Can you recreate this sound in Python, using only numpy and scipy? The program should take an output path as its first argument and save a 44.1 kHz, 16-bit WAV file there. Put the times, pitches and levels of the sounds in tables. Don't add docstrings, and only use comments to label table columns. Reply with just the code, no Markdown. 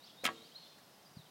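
import sys
import numpy as np
from scipy import signal
from scipy.fft import rfft, irfft, next_fast_len
from scipy.io import wavfile
from scipy.ndimage import map_coordinates

SR = 44100
rng = np.random.default_rng(int(sys.argv[2]) if len(sys.argv) > 2 else 0)


def dump(signal):
    limited = np.clip(np.atleast_2d(signal).T, -1, 1)
    pcm = np.round(limited * 32767).astype(np.int16)
    wavfile.write(sys.argv[1], SR, pcm)


N = 57330


def amp(db):
    return 10 ** (np.asarray(db) / 20)


def unit(x):
    return x / np.sqrt(np.mean(x ** 2) + 1e-20)


def along(points, hz):
    f, value = np.transpose(points)
    return np.interp(np.log(hz + 1), np.log(f + 1), value)


def since(s):
    return np.maximum(np.arange(N) / SR - s, 0)


def fade(t, t60):
    return np.exp(-np.log(1000) * t / t60)


def rise(t, rise_s):
    return 1 - np.exp(-t / rise_s)


def wobble(rate):
    points = rng.standard_normal(int(N * rate / SR) + 4)
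    return map_coordinates(points, [np.arange(N) * rate / SR])


def filtered(x, response):
    m = next_fast_len(N + SR // 2)
    return irfft(rfft(x, m) * response(np.fft.rfftfreq(m, 1 / SR)), m)[:N]


def noise(spectrum):
    return unit(filtered(rng.standard_normal(N), lambda hz: amp(along(spectrum, hz))))


def dying(spectrum, t60s):
    hz, t, slices = signal.stft(noise(spectrum), SR, nperseg=128)
    fading = slices * fade(t, along(t60s, hz)[:, None])
    return signal.istft(fading, SR, nperseg=128)[1][:N]


def delayed(x, s):
    return np.pad(x, (max(int(s * SR), 0), 0))[:N]


def ring(s, hz, db, t60, phase=0):
    t = since(s)
    return amp(db) * (t > 0) * np.sin(2 * np.pi * hz * t + phase) * fade(t, t60)


# f/Hz, relative level/dB per Hz
AIR_SPECTRUM = [(25, -7), (55, -17), (90, -12), (150, -1), (230, -3), (380, -6.5), (700, -4), (1300, -10),
                (2500, -14.5), (5000, -15.5), (7000, -19.5), (15500, -21.5)]
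AIR_DB, AIR_SWAY_DB = -62.5, 0.1


def air():
    return amp(AIR_DB + AIR_SWAY_DB * wobble(6.2)) * noise(AIR_SPECTRUM)


# t/s, level/dB
WASH_LEVEL = [(0, -73), (.08, -61.5), (.15, -73.5), (.45, -67), (.53, -67.5), (.67, -64), (.8, -72),
              (1.3, -77.5)]
# f/Hz, relative level/dB per Hz
WASH_SPECTRUM = [(2000, -26), (2900, -2.5), (3400, -2), (4200, -2), (5200, -6), (6200, -11.5), (8000, -60)]


def wash():
    s, db = np.transpose(WASH_LEVEL)
    return amp(np.interp(np.arange(N) / SR, s, db)) * noise(WASH_SPECTRUM)


# t/s, length/s, first f/Hz, middle f/Hz, last f/Hz, level/dB
BIRD_NOTES = [(0, 0.048, 3650, 3850, 4120, -62), (0.032, .026, 4210, 4520, 5180, -58.5),
              (0.061, 0.015, 5820, 5050, 5400, -59), (0.07, 0.015, 3160, 3400, 3770, -58.5),
              (.096, 0.014, 3580, 3350, 3200, -57), (0.167, 0.087, 3780, 3800, 4620, -57),
              (0.292, 0.033, 4360, 4350, 4230, -65), (0.341, 0.0536, 3700, 3750, 3520, -63),
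              (0.401, 0.078, 3640, 4250, 5220, -60.5), (0.508, 0.03, 2930, 3150, 3430, -63.5),
              (.545, 0.028, 3500, 4080, 4250, -52), (0.572, 0.03, 4290, 4320, 4240, -57.5),
              (0.621, 0.066, 3450, 3533, 3680, -63), (0.629, 0.05, 3590, 4200, 4800, -69),
              (.829, 0.02, 5550, 5300, 5050, -68.5), (.916, .014, 6000, 5400, 4670, -72),
              (0.934, .022, 5380, 5050, 4960, -67), (0.987, 0.02, 3050, 3150, 3200, -71),
              (1.025, 0.013, 6500, 5600, 5200, -71), (1.049, .036, 5450, 4800, 5450, -61.5),
              (1.083, 0.024, 5450, 5750, 5640, -71), (1.13, 0.019, 6600, 5660, 5000, -71),
              (1.156, .052, 5210, 4200, 3540, -61.5), (1.201, 0.03, 3820, 3650, 3300, -63.5),
              (1.253, 0.025, 3500, 3150, 3080, -66.5)]
BIRD_WAVER, BIRD_FLUTTER_DB = 0.0072, 2.5
BIRD_DB, TREES_DB = 0.5, -2.5
TREES_T60_S, TREES_RISE_S = .6, .025


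def bird():
    song = np.zeros(N)
    waver = 1 + BIRD_WAVER * wobble(250)
    flutter = amp(BIRD_FLUTTER_DB * wobble(120.86))
    for s, length, first, middle, last, db in BIRD_NOTES:
        u = np.minimum(since(s) / length, 1)
        hz = first * (1 - u) * (1 - 2 * u) + middle * 4 * u * (1 - u) + last * u * (2 * u - 1)
        swell = np.sqrt(np.abs(np.sin(np.pi * u)))
        song += amp(db) * swell * np.sin(2 * np.pi * np.cumsum(hz * waver) / SR)
    song = song * flutter
    tail = rng.standard_normal(N) * fade(since(0), TREES_T60_S) * rise(since(0), TREES_RISE_S)
    smeared = signal.fftconvolve(song, tail / np.linalg.norm(tail))[:N]
    return amp(BIRD_DB) * song + amp(TREES_DB) * smeared


SCRAPE_S, SCRAPE_RISE_S, SCRAPE_HOLD_S, SCRAPE_T60_S, SCRAPE_DB = .236, 0.0069, 0.02, 0.032, -37
SCRAPE_GRAIN_DB, SCRAPE_GRAINS_PER_S = 3.5, 900
# f/Hz, relative level/dB per Hz
SCRAPE_SPECTRUM = [(100, -14), (400, 1), (1100, -2), (2400, 4), (3500, -9.5), (5000, -7), (10000, -10.5),
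                   (16000, -17)]


def scrape():
    hold_end = SCRAPE_S + SCRAPE_RISE_S + SCRAPE_HOLD_S
    growth = np.minimum(since(SCRAPE_S) / SCRAPE_RISE_S, 1) ** 2
    slide = growth * fade(since(hold_end), SCRAPE_T60_S)
    roughness = amp(SCRAPE_GRAIN_DB * wobble(SCRAPE_GRAINS_PER_S))
    return amp(SCRAPE_DB) * slide * unit(noise(SCRAPE_SPECTRUM) * roughness)


# t/s, f/Hz, level/dB, t60/s
SLIP = [(0.2368, 520, -35, 0.025), (.2408, 673, -37.5, 0.055)]


def slip():
    return sum(ring(*row) for row in SLIP)


# f/Hz, relative level/dB per Hz
FIELD_SPECTRUM = [(100, -4), (500, -0.5), (1500, -14.5), (3500, -9.5), (7000, -7), (15000, -19)]
# f/Hz, t60/s
FIELD_T60 = [(200, 0.97), (2000, 0.71), (10000, 1.3)]
FIELD_DB = -21


def field(shot):
    tail = dying(FIELD_SPECTRUM, FIELD_T60)
    return amp(FIELD_DB) * signal.fftconvolve(shot, tail / np.linalg.norm(tail))[:N]


# t/s, level/dB
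TICKS = [(0.2418, -28), (0.242, -26), (0.2641, -21), (0.2753, -24.5)]
# f/Hz, relative level/dB per Hz
TICK_SPECTRUM = [(300, -13), (2500, 5), (6500, -4), (11000, -3), (16000, -31)]
TICK_T60_S = .002


def ticks():
    out = np.zeros(N)
    for s, db in TICKS:
        burst = noise(TICK_SPECTRUM) * fade(since(0), TICK_T60_S)
        out += .5 * delayed(amp(db) * burst, s)
    return out


# t/s, level/dB, dull above f/Hz, thin below f/Hz, knock f/Hz, knock level/dB
SLAPS = [(.2523, -26.5, 5450, 1470, 3110, -27.5), (.2637, -30, 6000, 930, 1650, -28.5),
         (0.2766, -35, 2230, 660, 1990, -28.5), (0.2877, -34.5, 1900, 880, 1116, -26),
         (.3015, -42.5, 1410, 400, 603, -41)]
# f/Hz, level/dB, t60/s
BOW_MODES = [(587, -16, .12), (764, -9, .14), (937, -14, .14), (1135, -4, .13), (1290, -4, .12),
             (1642, -6, .1), (1828, -10, .09), (1918, -9, .07), (2170, -6, .09), (2420, -7, .06),
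             (2580, -7, .06), (2810, -4, .06), (3134, -5, .07), (3198, -5, .07), (3553, -7, .06),
             (4900, -16, .05)]
# f/Hz, relative level/dB per Hz
RATTLE_SPECTRUM = [(60, -25), (200, 5.5), (600, 0), (1200, -0.5), (2200, 3), (3300, 9), (5000, -2),
                   (9000, -7.5), (16000, -1)]
# f/Hz, t60/s
RATTLE_T60 = [(200, 0.2), (1000, 0.065), (3000, 0.039), (6000, .03), (14000, 0.014)]
RING_DB, RATTLE_DB, CRACK_DB = -5, -2.5, 0.5
RING_SCATTER_DB = 3.5
SLAP_RISE_S, CRACK_T60_S, KNOCK_T60_S, KNOCK_LAG_S = 0.00069, .018, 0.013, .0005


def bow_ringing():
    out = np.zeros(N)
    for hz, db, t60 in BOW_MODES:
        struck_db = db + RING_SCATTER_DB * rng.standard_normal()
        out += ring(0, hz, struck_db, t60, 2 * np.pi * rng.random())
    return out


def slaps():
    out = np.zeros(N)
    for s, db, dull_hz, thin_hz, knock_hz, knock_db in SLAPS:
        ringing = amp(RING_DB) * .5 * bow_ringing()
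        rattle = amp(RATTLE_DB) * dying(RATTLE_SPECTRUM, RATTLE_T60)
        crack = amp(CRACK_DB) * noise(RATTLE_SPECTRUM) * fade(since(0), CRACK_T60_S)
        blow = (ringing + rattle + crack) * rise(since(0), SLAP_RISE_S)

        def contact(f):
            thinning = 1j * f / (thin_hz + 1j * f)
            return thinning / (1 + np.sqrt(2) * 1j * f / dull_hz - (f / dull_hz) ** 2)

        out += 2 * amp(db) * filtered(delayed(blow, s), contact)
        out += ring(s + KNOCK_LAG_S, knock_hz, knock_db, KNOCK_T60_S)
    return out


# t/s, f/Hz, level/dB, t60/s
RECOIL = [(0.2556, 254, -36, 0.032)]


def recoil():
    return sum(ring(*row) for row in RECOIL)


# f/Hz, level/dB, t60/s
HUM_MODES = [(111.2, -64.5, 0.59), (165, -54, .25), (229.2, -53.5, 0.48), (335.7, -49, 0.44),
             (452, -51, 0.57), (521, -52, 0.26), (1140, -65, 0.24), (1372, -54.5, 0.34)]
HUM_S, HUM_RISE_S = .262, .008


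def hum():
    return rise(since(HUM_S), HUM_RISE_S) * sum(ring(HUM_S, *mode) for mode in HUM_MODES)


TAP_S, TAP_DB, TAP_RISE_S, TAP_T60_S = .781, -56, 0.0032, 0.068
# f/Hz, relative level/dB per Hz
TAP_SPECTRUM = [(300, -9), (1000, -3), (1800, 8), (3000, -8), (7000, -4), (15000, -20)]


def tap():
    t = since(TAP_S)
    return amp(TAP_DB) * rise(t, TAP_RISE_S) * fade(t, TAP_T60_S) * noise(TAP_SPECTRUM)


# middle t/s, f/Hz, width/s, level/dB
BUMPS = [(1.1178, 162, 0.0045, -55.5), (1.1727, 158, 0.0032, -39.5), (1.1979, 144, 0.0071, -48.5)]


def bumps():
    t = np.arange(N) / SR
    out = np.zeros(N)
    for s, hz, width, db in BUMPS:
        swell = np.exp(-((t - s) / width) ** 2)
        out += amp(db) * swell * np.cos(2 * np.pi * hz * (t - s))
    return out


def scene():
    background = air() + wash() + bird()
    shot = scrape() + slip() + ticks() + slaps() + recoil() + hum()
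    return (background + shot + field(shot) + tap() + bumps())[None]


LOW_CUT_HZ, TOP_HZ = 73, 16000


def record(dry):
    def response(hz):
        bass = (hz / LOW_CUT_HZ) ** 2
        return bass / np.hypot(1, bass) * (hz < TOP_HZ)

    return filtered(dry[0], response)[None]


dry = scene()
out = record(dry)
dump(out)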